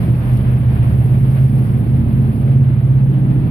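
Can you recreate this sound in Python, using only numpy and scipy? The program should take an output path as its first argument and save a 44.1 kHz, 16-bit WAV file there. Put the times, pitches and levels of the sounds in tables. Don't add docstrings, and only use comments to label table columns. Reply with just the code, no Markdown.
import sys
import numpy as np
from scipy import signal
from scipy.fft import rfft, irfft
from scipy.io import wavfile
from scipy.ndimage import uniform_filter1d

SR = 44100
rng = np.random.default_rng(int(sys.argv[2]) if len(sys.argv) > 2 else 0)


def natural_amplitude(level_db):
    exponent = np.asarray(level_db, float) / 20
    return 10 ** exponent


def materialize(psi):
    bounded = np.clip(np.atleast_2d(psi).T, -1, 1)
    quanta = np.round(bounded * 32767).astype(np.int16)
    wavfile.write(sys.argv[1], SR, quanta)


N = 154350

# [t/s, jet wash level/dB, spray level/dB]
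WASH_LEVELS = [(0.0, -44, -50.5), (0.12, -44.5, -54), (0.37, -44.5, -53), (0.69, -45, -56.5),
               (0.74, -44.5, -54), (1.64, -47, -53.5), (2.01, -48, -57), (2.37, -47.5, -56),
               (2.61, -48.5, -59.5), (3.45, -47.5, -60)]

WANDER_PER_S = 1.5


def in_time(rows):
    s, *columns = np.transpose(rows)
    return [np.interp(np.arange(N) / SR, s, c) for c in columns]


def at_hz(points, hz):
    p = np.array(points)
    return np.interp(np.log(hz + 1), np.log(p[:, 0]), p[:, 1])


def rms_one(x):
    return x / np.sqrt(np.mean(x ** 2) + 1e-20)


def colour(x, points):
    hz = np.fft.rfftfreq(len(x), 1 / SR)
    return irfft(rfft(x) * natural_amplitude(at_hz(points, hz)), len(x))


def drift(rate):
    r = np.exp(-200 * np.pi * rate / SR)
    slow = signal.lfilter([1], [1, -2 * r, r * r], rng.standard_normal(N // 100 + 1002))
    slow = slow[1000:]
    return np.interp(np.arange(N) / 100, np.arange(len(slow)), rms_one(slow - slow.mean()))


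def openness_db():
    # [t/s, level/dB]
    flooding = [(0.0, -24.5), (0.02, -21), (0.24, -26.5), (0.42, -19), (0.5, -27.5), (0.91, -21),
                (1.04, -25.5), (1.07, -22), (1.47, -26), (1.5, -22.5), (2.49, -23.5), (2.88, -27.5),
                (3.18, -20.5), (3.5, -22)]
    db, = in_time(flooding)
    return db - db.mean()


def puffs(turns):
    # [f/Hz, width/Hz, level/dB]
    exhaust = [(86, 51.3, -3.5), (181, 64.7, -0.5), (211, 42.5, -1), (317, 86, -7.5), (406, 148, -14)]
    level_db, spread_db, jitter_s = -33.5, 5.0, .0012
    firings = np.flatnonzero(np.diff(np.floor(turns)))
    luck = rng.standard_normal((len(firings), 2))
    places = np.clip(firings + (jitter_s * SR * luck[:, 0]).astype(int), 0, N - 1)
    clicks = np.full(N, 1e-18)
    clicks[places] = natural_amplitude(spread_db * luck[:, 1]) - 1

    out = 0
    for k, (hz, width, db) in enumerate(exhaust):
        r = np.exp(-np.pi * width / SR)
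        ringing = [1, -2 * r * np.cos(2 * np.pi * hz / SR), r * r]
        sign = (-1) ** k
        out = out + sign * natural_amplitude(db) * signal.lfilter([1 - r, 0, r - 1], ringing, clicks)
    return natural_amplitude(level_db) * rms_one(out)


def engine(rows, orders, start, firing_db, pan_db, lag):
    # [f/Hz, level/dB]
    hull = [(200, -1), (222, 1), (240, -5), (265, -2)]
    cylinders = 8
    firing_wander_db, wander_db, slip_turns = .5, 3.0, .04
    hz, db = in_time(rows)
    open_db = openness_db()
    turns = start + np.cumsum(hz) / SR
    firing_level = natural_amplitude(db + firing_db + firing_wander_db * drift(WANDER_PER_S))
    out = firing_level * np.cos(2 * np.pi * turns)

    for multiple, level_db in orders:
        share = multiple / cylinders
        phase = share * turns + rng.random() + slip_turns * drift(WANDER_PER_S)
        tone_db = level_db + at_hz(hull, share * hz) + wander_db * drift(WANDER_PER_S)
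        if share > 1:
            tone_db = tone_db + open_db
        out += natural_amplitude(tone_db) * np.cos(2 * np.pi * phase)

    out = np.sqrt(2) * out + natural_amplitude(open_db) * puffs(turns)
    late = np.interp(np.arange(N) - lag * SR, np.arange(N), out)
    return np.array([out * natural_amplitude(pan_db / 2), late * natural_amplitude(-pan_db / 2)])


def three_engines():
    # [t/s, firing rate f/Hz, firing tone level/dB]
    speed_a = [(0.0, 125.6, -17), (0.292, 125.96, -17), (0.583, 126.76, -15), (0.875, 127.14, -18),
               (1.167, 129.64, -14), (1.458, 132.1, -13), (1.75, 133.99, -20), (2.042, 132.57, -20),
               (2.333, 133.0, -18), (2.625, 133.29, -13), (2.917, 133.41, -13), (3.208, 133.98, -19),
               (3.5, 134.08, -20)]
    speed_b = [(0.0, 121.34, -18), (0.292, 121.07, -21), (0.583, 120.79, -21), (0.875, 120.42, -22),
               (1.167, 122.67, -36), (1.458, 125.78, -20), (1.75, 127.85, -19), (2.042, 128.84, -17),
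               (2.333, 130.02, -19), (2.625, 130.87, -21), (2.917, 131.97, -19), (3.208, 134.48, -21),
               (3.5, 136.15, -16)]
    speed_c = [(0.0, 113.44, -20), (0.292, 112.53, -26), (0.583, 111.76, -21), (0.875, 111.54, -18),
               (1.167, 112.19, -19), (1.458, 113.34, -23), (1.75, 112.41, -18), (2.042, 112.88, -19),
               (2.333, 113.71, -20), (2.625, 115.11, -17), (2.917, 117.33, -17), (3.208, 119.19, -21),
               (3.5, 123.1, -20)]
    # [multiple of the full eight-firing cycle, level/dB rms]
    tones_a = [(3, -34), (4, -37), (5, -33), (6, -37.5), (9, -36), (10, -32.5), (11, -33.5), (12, -36.5),
               (13, -35.5), (14, -36), (16, -36.5), (18, -39.5), (20, -46.5)]
    tones_b = [(3, -34), (5, -24.5), (6, -37.5), (7, -37.5), (10, -34), (11, -30), (12, -43.5), (13, -30.5),
               (14, -37), (16, -40), (20, -42)]
    tones_c = [(4, -39.5), (6, -39), (7, -32), (10, -33.5), (11, -38), (12, -39.5), (14, -40.5),
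               (16, -29.5), (18, -38)]
    a = engine(speed_a, tones_a, start=.24, firing_db=1.5, pan_db=-1.5, lag=.00027)
    b = engine(speed_b, tones_b, start=.79, firing_db=-0.4, pan_db=0.5, lag=.00042)
    c = engine(speed_c, tones_c, start=.62, firing_db=1.1, pan_db=-3.5, lag=.0003)
    return a + b + c


def water(spectrum, patchy_db, shared_db, rate):
    # [f/Hz, likeness from -1 to 1]
    likeness = [(170, 0.8), (430, 0.64), (690, .42), (950, -0.021), (1350, -0.43), (2200, 0), (3100, 0.024),
                (3900, -.12), (4600, 0)]
    hz = np.fft.rfftfreq(N, 1 / SR)
    together = drift(rate)
    mid, side = rfft(rng.standard_normal((2, N)))
    alike = np.clip(at_hz(likeness, hz), -1, 1)
    stereo = np.sqrt(1 + alike) * mid + np.sqrt(1 - alike) * side * [[1], [-1]]
    both = natural_amplitude(at_hz(spectrum, hz)) * stereo
    place = 2 * np.log2(hz + 1)
    faintest_db = min(spectrum[0][1], spectrum[-1][1], -15)
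    out = 0
    for k in range(8, 30):
        if at_hz(spectrum, 2 ** (k / 2)) > faintest_db:
            band = irfft(both * np.clip(1 - abs(place - k), 0, 1), N)
            out = out + natural_amplitude(patchy_db * drift(rate) + shared_db * together) * band
    return rms_one(out)


def jet_wash():
    # [f/Hz, level/dB per Hz]
    rush_spectrum = [(200, 0.5), (600, 8.5), (1000, 3.5), (1500, 0.5), (2500, -4), (3300, -10),
                     (4500, -19.5), (7000, -30.5)]
    wash_db, _ = in_time(WASH_LEVELS)
    return natural_amplitude(wash_db + 9) * water(rush_spectrum, patchy_db=0.5, shared_db=1.1, rate=13.0)


def spray():
    # [f/Hz, level/dB per Hz]
    hiss_spectrum = [(3000, -21.5), (5000, -6), (8000, -2), (15000, 1)]
    _, spray_db = in_time(WASH_LEVELS)
    return natural_amplitude(spray_db + 9) * water(hiss_spectrum, patchy_db=1.4, shared_db=-0.2, rate=20.5)


def drops():
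    # [t/s, level/dB]
    hits = [
        (.372, -38),
        (.83, -42),
        (1.312, -42),
        (1.58, -43),
        (1.993, -45),
        (2.36, -45),
    ]
    t60_s = .06
    t, gain = np.arange(N) / SR, np.zeros(N)
    for s, db in hits:
        gain += natural_amplitude(db - 60 * np.clip(t - s, 0, 1) / t60_s) * (t >= s)
    bright = signal.butter(2, 3000, "high", fs=SR, output="sos")
    return gain * signal.sosfilt(bright, rng.standard_normal((2, N)))


def hull_rumble():
    # [f/Hz, level/dB per Hz]
    rumble_spectrum = [(25, -23.5), (50, -9), (100, -3.5), (200, -5.5), (300, -11), (500, -17), (800, -25),
                       (1300, -47)]
    level = natural_amplitude(-29 + 0.51 * openness_db())
    left_right = natural_amplitude([[-.8], [.8]])
    return level * water(rumble_spectrum, patchy_db=1.5, shared_db=1.24, rate=8.0) * left_right


def scene():
    return three_engines() + jet_wash() + spray() + drops() + hull_rumble()


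def microphone_ports(x):
    # [f/Hz, level/dB]
    left_port = [(4500, -0.5), (5500, -6), (6500, -13), (7600, -9.5), (8600, -1.5), (9800, 6), (11500, 1),
                 (14500, -6)]
    right_port = [(4500, 0), (5800, -6), (7000, -11.5), (8500, -16), (9800, -11.5), (11000, -5.5),
                  (12500, -2.5), (14300, -2)]
    return np.array([colour(x[0], left_port), colour(x[1], right_port)])


def gate(x, frame):
    from_hz, cutoff_hz, band_bins = 4000, 14620, 16
    gate_db, doubt_db = -98.6, 2.3
    follows, thin_db = .5, -2.0
    hz, _, z = signal.stft(x, SR, "cosine", frame, scaling="psd")
    hz, power = hz[:-1, None], 2 * abs(z[:, :-1]) ** 2 + 1e-30
    treble_db = 10 * np.log10(np.mean(power * (hz > from_hz), axis=(0, 1)))
    treble_db = uniform_filter1d(treble_db, size=9)
    edge_db = gate_db + follows * (treble_db - np.median(treble_db))

    bands = power.reshape(2, -1, band_bins, z.shape[-1]).mean(axis=2)
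    band_kept = 10 * np.log10(bands) > edge_db + doubt_db * rng.standard_normal(bands.shape)
    bin_kept = 10 * np.log10(power) > edge_db + thin_db
    kept = np.repeat(band_kept, band_bins, axis=1) & bin_kept | (hz < from_hz)
    z[:, :-1] *= kept & (hz < cutoff_hz)
    return signal.istft(z, SR, "cosine", frame, scaling="psd")[1]


def top_cut(x):
    return signal.sosfilt(signal.butter(12, 15590, fs=SR, output="sos"), x)


def record(dry):
    frame, top, fade_in_s = 2048, 1.2, .004
    lead = 1019 + frame
    wide = np.pad(dry, ((0, 0), (lead, lead)), "reflect", reflect_type="odd")
    rounded = top * np.tanh(microphone_ports(wide) / top)
    heard = gate(rounded, frame)[:, lead:lead + N]
    fade_in = np.minimum(np.arange(N) / (fade_in_s * SR), 1)
    return top_cut(heard * fade_in)


dry = scene()
out = record(dry)
materialize(out)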